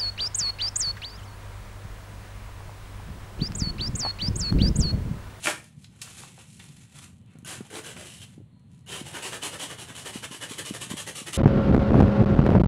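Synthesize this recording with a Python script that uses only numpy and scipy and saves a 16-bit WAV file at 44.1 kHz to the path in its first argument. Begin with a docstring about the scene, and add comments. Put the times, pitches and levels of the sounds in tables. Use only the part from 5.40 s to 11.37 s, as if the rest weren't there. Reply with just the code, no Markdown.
"""Cutting polystyrene in a workshop.

An offcut slaps down and skids, hands shift and brush the sheet, then a long blade slices and saws it.
Each stroke tears a stream of foam cells that hiss and ring the sheet and the blade.
Small ticks, dull handling bumps, a low rumble and faint room air lie underneath."""
import sys
import numpy as np
from scipy import signal
from scipy.fft import rfft, irfft, next_fast_len
from scipy.io import wavfile
from scipy.ndimage import uniform_filter1d

SR = 44100
rng = np.random.default_rng(int(sys.argv[2]) if len(sys.argv) > 2 else 0)


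def master(y):
    """Save y as 16-bit WAV."""
    cut = np.clip(np.atleast_2d(y).T, -1, 1)
    pcm = np.round(cut * 32767)  # scale
    wavfile.write(sys.argv[1], SR, pcm.astype(np.int16))


N = 263277
TIME = np.arange(N) / SR

# tearing cells: freq_hz, gain_db
HISS_SPECTRUM = [(1200, -19), (2400, 1), (3900, -0.5), (4800, -4), (6000, -1.5), (7700, 1.5), (10200, 0),
                 (11500, -7.5), (12400, -15.5), (15500, -33)]
# sheet as sounding board: freq_hz, gain_db
SHEET_SPECTRUM = [(30, -45), (90, -47), (200, -4.5), (320, 7), (550, 5.5), (760, 1.5), (1150, 1.5),
                  (1400, 0), (1750, 3.5), (2300, -2.5), (3500, -7), (6000, -26)]
# blade resonances: pitch_ratio, width_hz, gain_db
BLADE_MODES = [(.945, 70, -25), (0.998, 93.5, -5.5), (1.05, 131, -10.5), (1.15, 220, -26)]
BLADE_HZ, BLADE_HZ_PER_S, BLADE_SCATTER_HZ = 2868, 36, 64.5


def cutting():
    """The edge catches and slips, tearing clusters of cells that shake the sheet and ring the blade."""
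    out = np.zeros(N)
    catch = unit(undb(1.5 * walk(400) + 0.2 * walk(70)))
    hiss = undb(1) * unit(colour(cells(per_s=16000, spread_db=2.5) * catch, HISS_SPECTRUM))
    body = undb(2.5) * unit(colour(cells(per_s=5000, spread_db=2.5) * catch, SHEET_SPECTRUM))
    scrape = cells(per_s=6000, spread_db=1.2) * catch
    for start_s, rise_s, hold_s, fall_s, level_db, body_db, ring_db, hollow_hz in [*slices(), *sawing()]:
        span = slice(int(start_s * SR), int(start_s * SR) + SR // 2)
        speed = stroke_speed(TIME[span], start_s, rise_s, hold_s, fall_s)
        # cut depth sets the blade's free length, hence its pitch
        blade_hz = BLADE_HZ + BLADE_HZ_PER_S * (start_s - SLICES[0][0])
        blade_hz += BLADE_SCATTER_HZ * rng.standard_normal()
        ring = unit(sum(undb(db) * resonate(scrape[span], ratio * blade_hz, width_hz)
                        for ratio, width_hz, db in BLADE_MODES))
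        # foam closes on the blade and damps it
        damping_db = np.interp(TIME[span], [start_s, start_s + rise_s + hold_s + fall_s], [3, -5.5])
        # cut position picks one sheet resonance
        hollow = undb(-4.5) * unit(resonate(scrape[span], hollow_hz, width_hz=140))
        tearing = hiss[span] + undb(body_db) * (body[span] + hollow) + undb(ring_db + damping_db) * ring
        add(out, start_s, room(undb(level_db) * speed * tearing))
    return out


def stroke_speed(t, start_s, rise_s, hold_s, fall_s):
    """Blade speed, 0-1: the edge breaks free mid-rise, with a bigger jump on quicker strokes."""
    jump = 0.17 * np.clip(1.5 - rise_s / 0.04, 0, 1)
    corners_s = start_s + np.cumsum([0, rise_s / 2, 0.002, rise_s / 2, hold_s, fall_s])
    return np.interp(t, corners_s, [0, 0.5 - jump, 0.5 + jump, 1, 1, 0])


# opening cuts: start_s, rise_s, run_s, level_db, body_db, ring_db, hollow_hz
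SLICES = [(2.044, 0.043, 0.11, -39.5, -5.5, -9, 1570), (2.286, 0.078, 0.06, -42.5, 0.5, -19, 330),
          (2.424, .027, 0.11, -44.5, -4.5, -1.5, 1560), (2.55, .026, 0.13, -48, -1.5, -5, 318),
          (2.65, 0.011, 0.26, -51.5, -11.5, -4, 2050), (2.8, 0.03, 0.024, -52, -9, 6.5, 1670),
          (3.461, 0.067, 0.11, -40.5, -2.5, 1.5, 390)]


def slices():
    """Slow strokes open the cut; each holds its speed briefly, then slows."""
    for start_s, rise_s, run_s, level_db, body_db, ring_db, hollow_hz in SLICES:
        hold_s = 0.29 * run_s
        yield start_s, rise_s, hold_s, run_s - hold_s, level_db, body_db, ring_db, hollow_hz


# pull and push in turn: bite_s, run_s, level_db
SAW_STROKES = [(3.655, 0.088, -45.5), (3.739, 0.084, -41), (3.824, 0.097, -37), (3.922, 0.071, -41),
               (4.025, 0.082, -34.5), (4.121, 0.07, -43), (4.196, .085, -36.5), (4.292, 0.071, -43.5),
               (4.384, 0.08, -42.5), (4.479, 0.066, -47.5), (4.55, 0.11, -43.5), (4.655, .068, -39.5),
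               (4.728, 0.092, -43), (4.829, 0.042, -39), (4.91, 0.092, -43.5), (5.01, 0.07, -39.5),
               (5.088, 0.088, -42.5), (5.18, 0.053, -37.5), (5.249, 0.076, -38.5), (5.337, .051, -38.5),
               (5.409, 0.065, -37.5), (5.497, 0.05, -39), (5.569, .072, -36.5), (5.667, 0.056, -38),
               (5.753, .09, -38.5), (5.863, 0.055, -39), (5.93, 0.072, -34)]
FIRST_RISE_S, RISE_HALF_LIFE_S = 0.032, 2.9
BODY_DB_PER_S, RING_DB_PER_S, HOLLOW_HZ_PER_S = -2.5, -2, 164


def sawing():
    """Ever brisker strokes: a pull mostly hisses, a push drives in and shakes the sheet harder."""
    # hold_share, body_db, ring_db, hollow_hz
    pull = 0.3, -3.5, 0, 857
    push = 0.18, 1.5, -1, 1530
    for k, (bite_s, run_s, level_db) in enumerate(SAW_STROKES):
        hold_share, body_db, ring_db, hollow_hz = push if k % 2 else pull
        elapsed_s = bite_s - SAW_STROKES[0][0]
        rise_s = FIRST_RISE_S * 0.5 ** (elapsed_s / RISE_HALF_LIFE_S)
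        rest_s = run_s - rise_s / 2
        hold_s = hold_share * rest_s
        # nearing the sheet's edge, the sound thins and the hollow tone rises
        body_db += BODY_DB_PER_S * elapsed_s
        ring_db += RING_DB_PER_S * elapsed_s
        hollow_hz += HOLLOW_HZ_PER_S * elapsed_s
        yield bite_s - rise_s / 2, rise_s, hold_s, rest_s - hold_s, level_db, body_db, ring_db, hollow_hz


# offcut resonances: freq_hz, width_hz, gain_db
OFFCUT_MODES = [(320, 29, 1), (1430, 50, -6), (1640, 60, -6.5), (1807, 91, 3), (2235, 130, 0),
                (2340, 44, -12), (2840, 150, -10)]
# skidding foam: freq_hz, gain_db
SKID_SPECTRUM = [(40, -49), (120, -17.5), (200, -18.5), (300, -3), (520, 2), (750, 1), (1100, 0.5),
                 (1550, 0), (2000, -4.5), (2450, -13.5), (3050, -3), (3400, -8.5), (7000, -29.5)]
# offcut impacts: start_s, level_db
SLAPS = [(0.059, -14.5), (0.0719, -8.5)]


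def offcut():
    """A tossed piece of foam grazes, lands with a squeak as it flexes, and skids to rest."""
    grip = unit(undb(0.58 * walk(300)))
    rub = cells(per_s=7000, spread_db=-1) * grip
    modes = unit(sum(undb(db) * resonate(rub, hz, width_hz) for hz, width_hz, db in OFFCUT_MODES))
    body = unit(unit(colour(rub, SKID_SPECTRUM)) + undb(-4.5) * modes)
    hiss = unit(colour(cells(per_s=13000, spread_db=2.5) * grip, HISS_SPECTRUM))
    out = undb(-31.5) * hiss * swell(full_s=0.043, hold_s=0.058, up_db_per_s=1000, down_db_per_s=510)
    out += undb(-26) * body * swell(full_s=0.075, hold_s=0.011, up_db_per_s=620, down_db_per_s=395)
    t = TIME[:SR // 20]
    squeak = ping(t, hz=2400, t60_s=0.0091) + undb(-8.5) * ping(t, hz=1550, t60_s=0.0091)
    flex = undb(-23) * ping(t, hz=OFFCUT_MODES[0][0], t60_s=0.15)
    for start_s, level_db in SLAPS:
        add(out, start_s, undb(level_db) * (squeak + flex))
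    return colour(out, [(35, -21.5), (130, 0.5)])  # too small to radiate deep bass


# rubbed sheet: freq_hz, gain_db
BRUSH_SPECTRUM = [(200, 14.5), (400, 4), (700, 1.5), (1500, 3.5), (2400, 1.5), (3100, 3.5), (4200, -4),
                  (7000, -60)]
# hands and sheet on foam: peak_s, rise_s, fade_s, level_db, body_db
RUBS = [(.01, .05, .05, -53, -7), (.245, .05, 0.088, -64, -12), (.425, 0.057, .05, -62.5, -15),
        (.57, 0.051, .06, -68, 3), (.635, 0.028, 0.087, -53.5, 0.5), (.79, 0.16, 0.17, -48, -5),
        (1.0, 0.024, 0.063, -56, 0), (1.13, 0.16, 0.12, -57.5, -19), (1.21, 0.051, 0.18, -55.5, -4.5),
        (1.4, .08, 0.068, -57, -3.5), (1.58, 0.063, 0.038, -50.5, -1.5), (1.632, 0.027, .055, -50, -4.5),
        (1.93, 0.078, 0.15, -74, 8.5), (2.18, .04, 0.041, -62, 6), (2.265, 0.042, 0.026, -55, -1.5),
        (2.931, 0.088, 0.042, -64.5, -2), (3.35, 0.084, .12, -74.5, -5)]


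def brushing():
    """Light rubbing: crackling hiss over a softer body whose colour wanders with the hand."""
    grip = unit(undb(2.2 * walk(170)))
    hiss = unit(colour(cells(per_s=12000, spread_db=4) * grip, HISS_SPECTRUM))
    patches = sum(undb(3 * walk(14)) * resonate(cells(per_s=3000, spread_db=2.5), hz, hz / 4)
                  for hz in np.geomspace(350, 4200, 12))
    body = unit(colour(patches * grip, BRUSH_SPECTRUM))
    hiss_power = body_power = 0
    for peak_s, rise_s, fade_s, level_db, body_db in RUBS:
        from_peak = np.maximum((peak_s - TIME) / rise_s, (TIME - peak_s) / fade_s)
        gain = undb(level_db - 12.5 * np.minimum(from_peak, 10) ** 1.3)
        hiss_power += gain ** 2
        body_power += (undb(body_db) * gain) ** 2
    return undb(1.5) * np.sqrt(hiss_power) * hiss + undb(1.2) * np.sqrt(body_power) * body


# small cracks: start_s, level_db, centre_hz, t60_s
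TICKS = [(.242, -35, 8000, .01), (0.443, -34.5, 3660, 0.032), (.616, -23, 8000, 0.11),
         (0.618, -26, 3260, 0.05), (.674, -37, 1380, 0.034), (0.835, -34.5, 985, 0.014),
         (.977, -41.5, 777, 0.036), (1.197, -36, 2530, 0.11), (1.419, -43, 6000, 0.0044),
         (1.956, -47.5, 540, 0.021), (1.987, -35.5, 9000, 0.0027), (2.1, -31, 4000, 0.0026),
         (2.208, -38, 730, 0.026), (2.356, -23, 2000, 0.0065), (2.567, -33.5, 1500, 0.023),
         (2.981, -54, 546, 0.023), (3.347, -50, 9000, .006), (3.523, -29, 3000, 0.022),
         (3.931, -22, 1350, 0.013)]


def ticks():
    """Short, heavily damped cracks: the blade and crumbs tick on the foam, and the low ones at 1.956, 2.208 and
    2.981 s are the crisp knocks of handling bumps."""
    out, t = np.zeros(N), TIME[:SR // 6]
    for start_s, level_db, centre_hz, t60_s in TICKS:
        burst = rng.standard_normal(len(t)) * undb(-60 * t / t60_s)
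        crack = resonate(burst, centre_hz, width_hz=0.71 * centre_hz)
        add(out, start_s, undb(level_db) * crack / np.abs(crack).max())
    return colour(out, [(100, 11), (500, 2), (10300, -3.5), (12500, -12), (15500, -17)])


# free blade: freq_hz, gain_db, t60_s
TIP_MODES = [(1540, -3, 0.099), (1560, -27, .07), (2850, 1, 0.059), (2980, -11, .05), (4000, -26, .03),
             (6740, 4, 0.023), (9500, 3, .02), (10300, 2, 0.018)]
# tip contacts: start_s, level_db
PRICKS = [(2.048, -29.5), (2.304, -37), (3.462, -45)]


def pricks():
    """The tip meets the sheet and the blade rings briefly."""
    out, t = np.zeros(N), TIME[:SR // 6]
    ring = sum(undb(db) * ping(t, hz, t60_s) for hz, db, t60_s in TIP_MODES)
    for start_s, level_db in PRICKS:
        add(out, start_s, undb(level_db) * ring / np.abs(ring).max())
    return out


# handling bumps: peak_s, level_db, pitch_hz
BUMPS = [(.382, -36, 132), (1.957, -38, 210), (1.99, -36.5, 158), (2.031, -39, 196), (2.209, -26.5, 273),
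         (2.214, -31.5, 229), (2.565, -36, 188), (2.981, -36.5, 262), (3.005, -41.5, 299),
         (3.015, -41.5, 255), (3.616, -28, 244), (4.507, -35.5, 206), (4.76, -25, 220), (4.913, -32, 218),
         (5.113, -30.5, 236), (5.311, -22, 234), (5.321, -31, 194), (5.472, -35, 180), (5.516, -23.5, 207),
         (5.541, -24, 241), (5.819, -33.5, 223)]


def bumps():
    """A soft push sets off a low swing that dies within two cycles, leaving a faint tone."""
    out, t = np.zeros(N), TIME[:SR // 10]
    tail = undb(-15) * ping(t, hz=150, t60_s=0.058)
    for peak_s, level_db, pitch_hz in BUMPS:
        cycles = pitch_hz * t
        swing = -np.sin(2 * np.pi * cycles) * cycles ** 2 * np.exp(-cycles / 0.26)
        add(out, peak_s - 0.69 / pitch_hz, undb(level_db) * (swing / np.abs(swing).max() + tail))
    return colour(out, [(30, -18.5), (110, 0)])  # too light to radiate deep bass


def crumbs():
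    """Loose foam beads tick faintly under the hands."""
    return undb(-79) * unit(colour(cells(per_s=18, spread_db=2.5), HISS_SPECTRUM))


# low rumble: freq_hz, gain_db
RUMBLE_SPECTRUM = [(20, -23.5), (40, -36), (62, -12.5), (100, 1), (135, 1.5), (200, -4.5), (260, -12),
                   (340, -26.5), (600, -33), (1200, -62.5)]
# room air: freq_hz, gain_db
AIR_SPECTRUM = [(100, -2), (350, -5), (700, -7.5), (1000, -7), (1500, -13), (3000, -13), (4100, -14.5),
                (5000, -33.5), (9500, -18.5), (12500, -43), (15500, -60.5)]
# hollow tones in the air: freq_hz, width_hz, gain_db
AIR_TONES = [(982, 13, 1.5), (1920, 50, -13.5), (3040, 120, -9.5), (4220, 160, -9.5)]
RUMBLE_DB, AIR_DB, AIR_TONES_DB = -50, -71.5, -78


def background():
    """Unsteady low rumble and faint room air with wavering hollow tones."""
    rumble = unit(colour(rng.standard_normal(N), RUMBLE_SPECTRUM) * undb(1.4 * walk(25)))
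    air = unit(colour(rng.standard_normal(N), AIR_SPECTRUM))
    tones = np.zeros(N)
    for hz, width_hz, gain_db in AIR_TONES:
        waver_db = 5.5 * walk(9)
        band = resonate(rng.standard_normal(N), hz, width_hz)
        tones += undb(gain_db + waver_db) * resonate(band, hz, width_hz)
    return undb(RUMBLE_DB) * rumble + undb(AIR_DB) * air + undb(AIR_TONES_DB) * unit(tones)


EARLY_T60_S, EARLY_DB, TAIL_T60_S, TAIL_DB = 0.038, -13, 0.32, -4.5


def room(x):
    """Direct sound, early reflections off sheet and floor, and a short tail; a new pattern per call."""
    t = TIME[:SR // 2]
    response = 1.0 * (t == 0)
    for t60_s, level_db in (EARLY_T60_S, EARLY_DB), (TAIL_T60_S, TAIL_DB):
        echoes = rng.standard_normal(len(t)) * undb(-60 * t / t60_s) * (t > 0.001)
        response += undb(level_db) * echoes / np.linalg.norm(echoes)
    return signal.fftconvolve(x, response / np.linalg.norm(response))[:len(x)]


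def cells(per_s, spread_db):
    """Foam cells snap at random: impulses of scattered size, rms 1."""
    sizes = undb(spread_db * np.minimum(rng.exponential(size=N), 5))
    return unit((rng.random(N) < per_s / SR) * sizes * rng.choice([-1, 1], N))


def walk(rate_hz):
    """Smooth random drift, rms 1."""
    size = int(SR / rate_hz)
    steps = np.repeat(rng.standard_normal(N // size + 1), size)
    return unit(uniform_filter1d(steps, size)[:N])


def swell(full_s, hold_s, up_db_per_s, down_db_per_s):
    """Gain that rises to 1, holds and dies away."""
    before_s = np.maximum(full_s - TIME, 0)
    after_s = np.maximum(TIME - full_s - hold_s, 0)
    return undb(-up_db_per_s * before_s - down_db_per_s * after_s)


def ping(t, hz, t60_s):
    """Decaying sine."""
    return np.sin(2 * np.pi * hz * t) * undb(-60 * t / t60_s)


def resonate(x, hz, width_hz):
    """Two-pole resonance, gain 1 at centre."""
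    return signal.lfilter(*signal.iirpeak(hz, hz / width_hz, fs=SR), x)


def colour(x, spectrum):
    """Filter by a curve through (freq_hz, gain_db) points."""
    hz, db = np.transpose(spectrum)
    size = 2 * next_fast_len(len(x))
    bins_hz = np.fft.rfftfreq(size, 1 / SR)
    gain = undb(np.interp(np.log(bins_hz + 1), np.log(hz), db))
    return irfft(rfft(x, size) * gain)[:len(x)]


def undb(db):
    """Decibels to gain."""
    return 10 ** (np.asarray(db) / 20)


def unit(x):
    """Scale to rms 1."""
    return x / np.sqrt(np.mean(x ** 2))


def add(track, start_s, sound):
    """Mix a sound in at start_s."""
    i = max(int(start_s * SR), 0)
    track[i:i + len(sound)] += sound[:N - i]


def scene():
    """Mono mix: foam sounds fill the room; bumps and background stay dry."""
    handling = brushing() + ticks() + pricks() + crumbs()
    return (cutting() + room(offcut()) + room(handling) + bumps() + background())[None]


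def record(dry):
    """Steep low-pass at 15.6 kHz."""
    return signal.sosfilt(signal.ellip(10, 0.2, 80, 15600, fs=SR, output="sos"), dry)


dry = scene()
out = record(dry)
master(out)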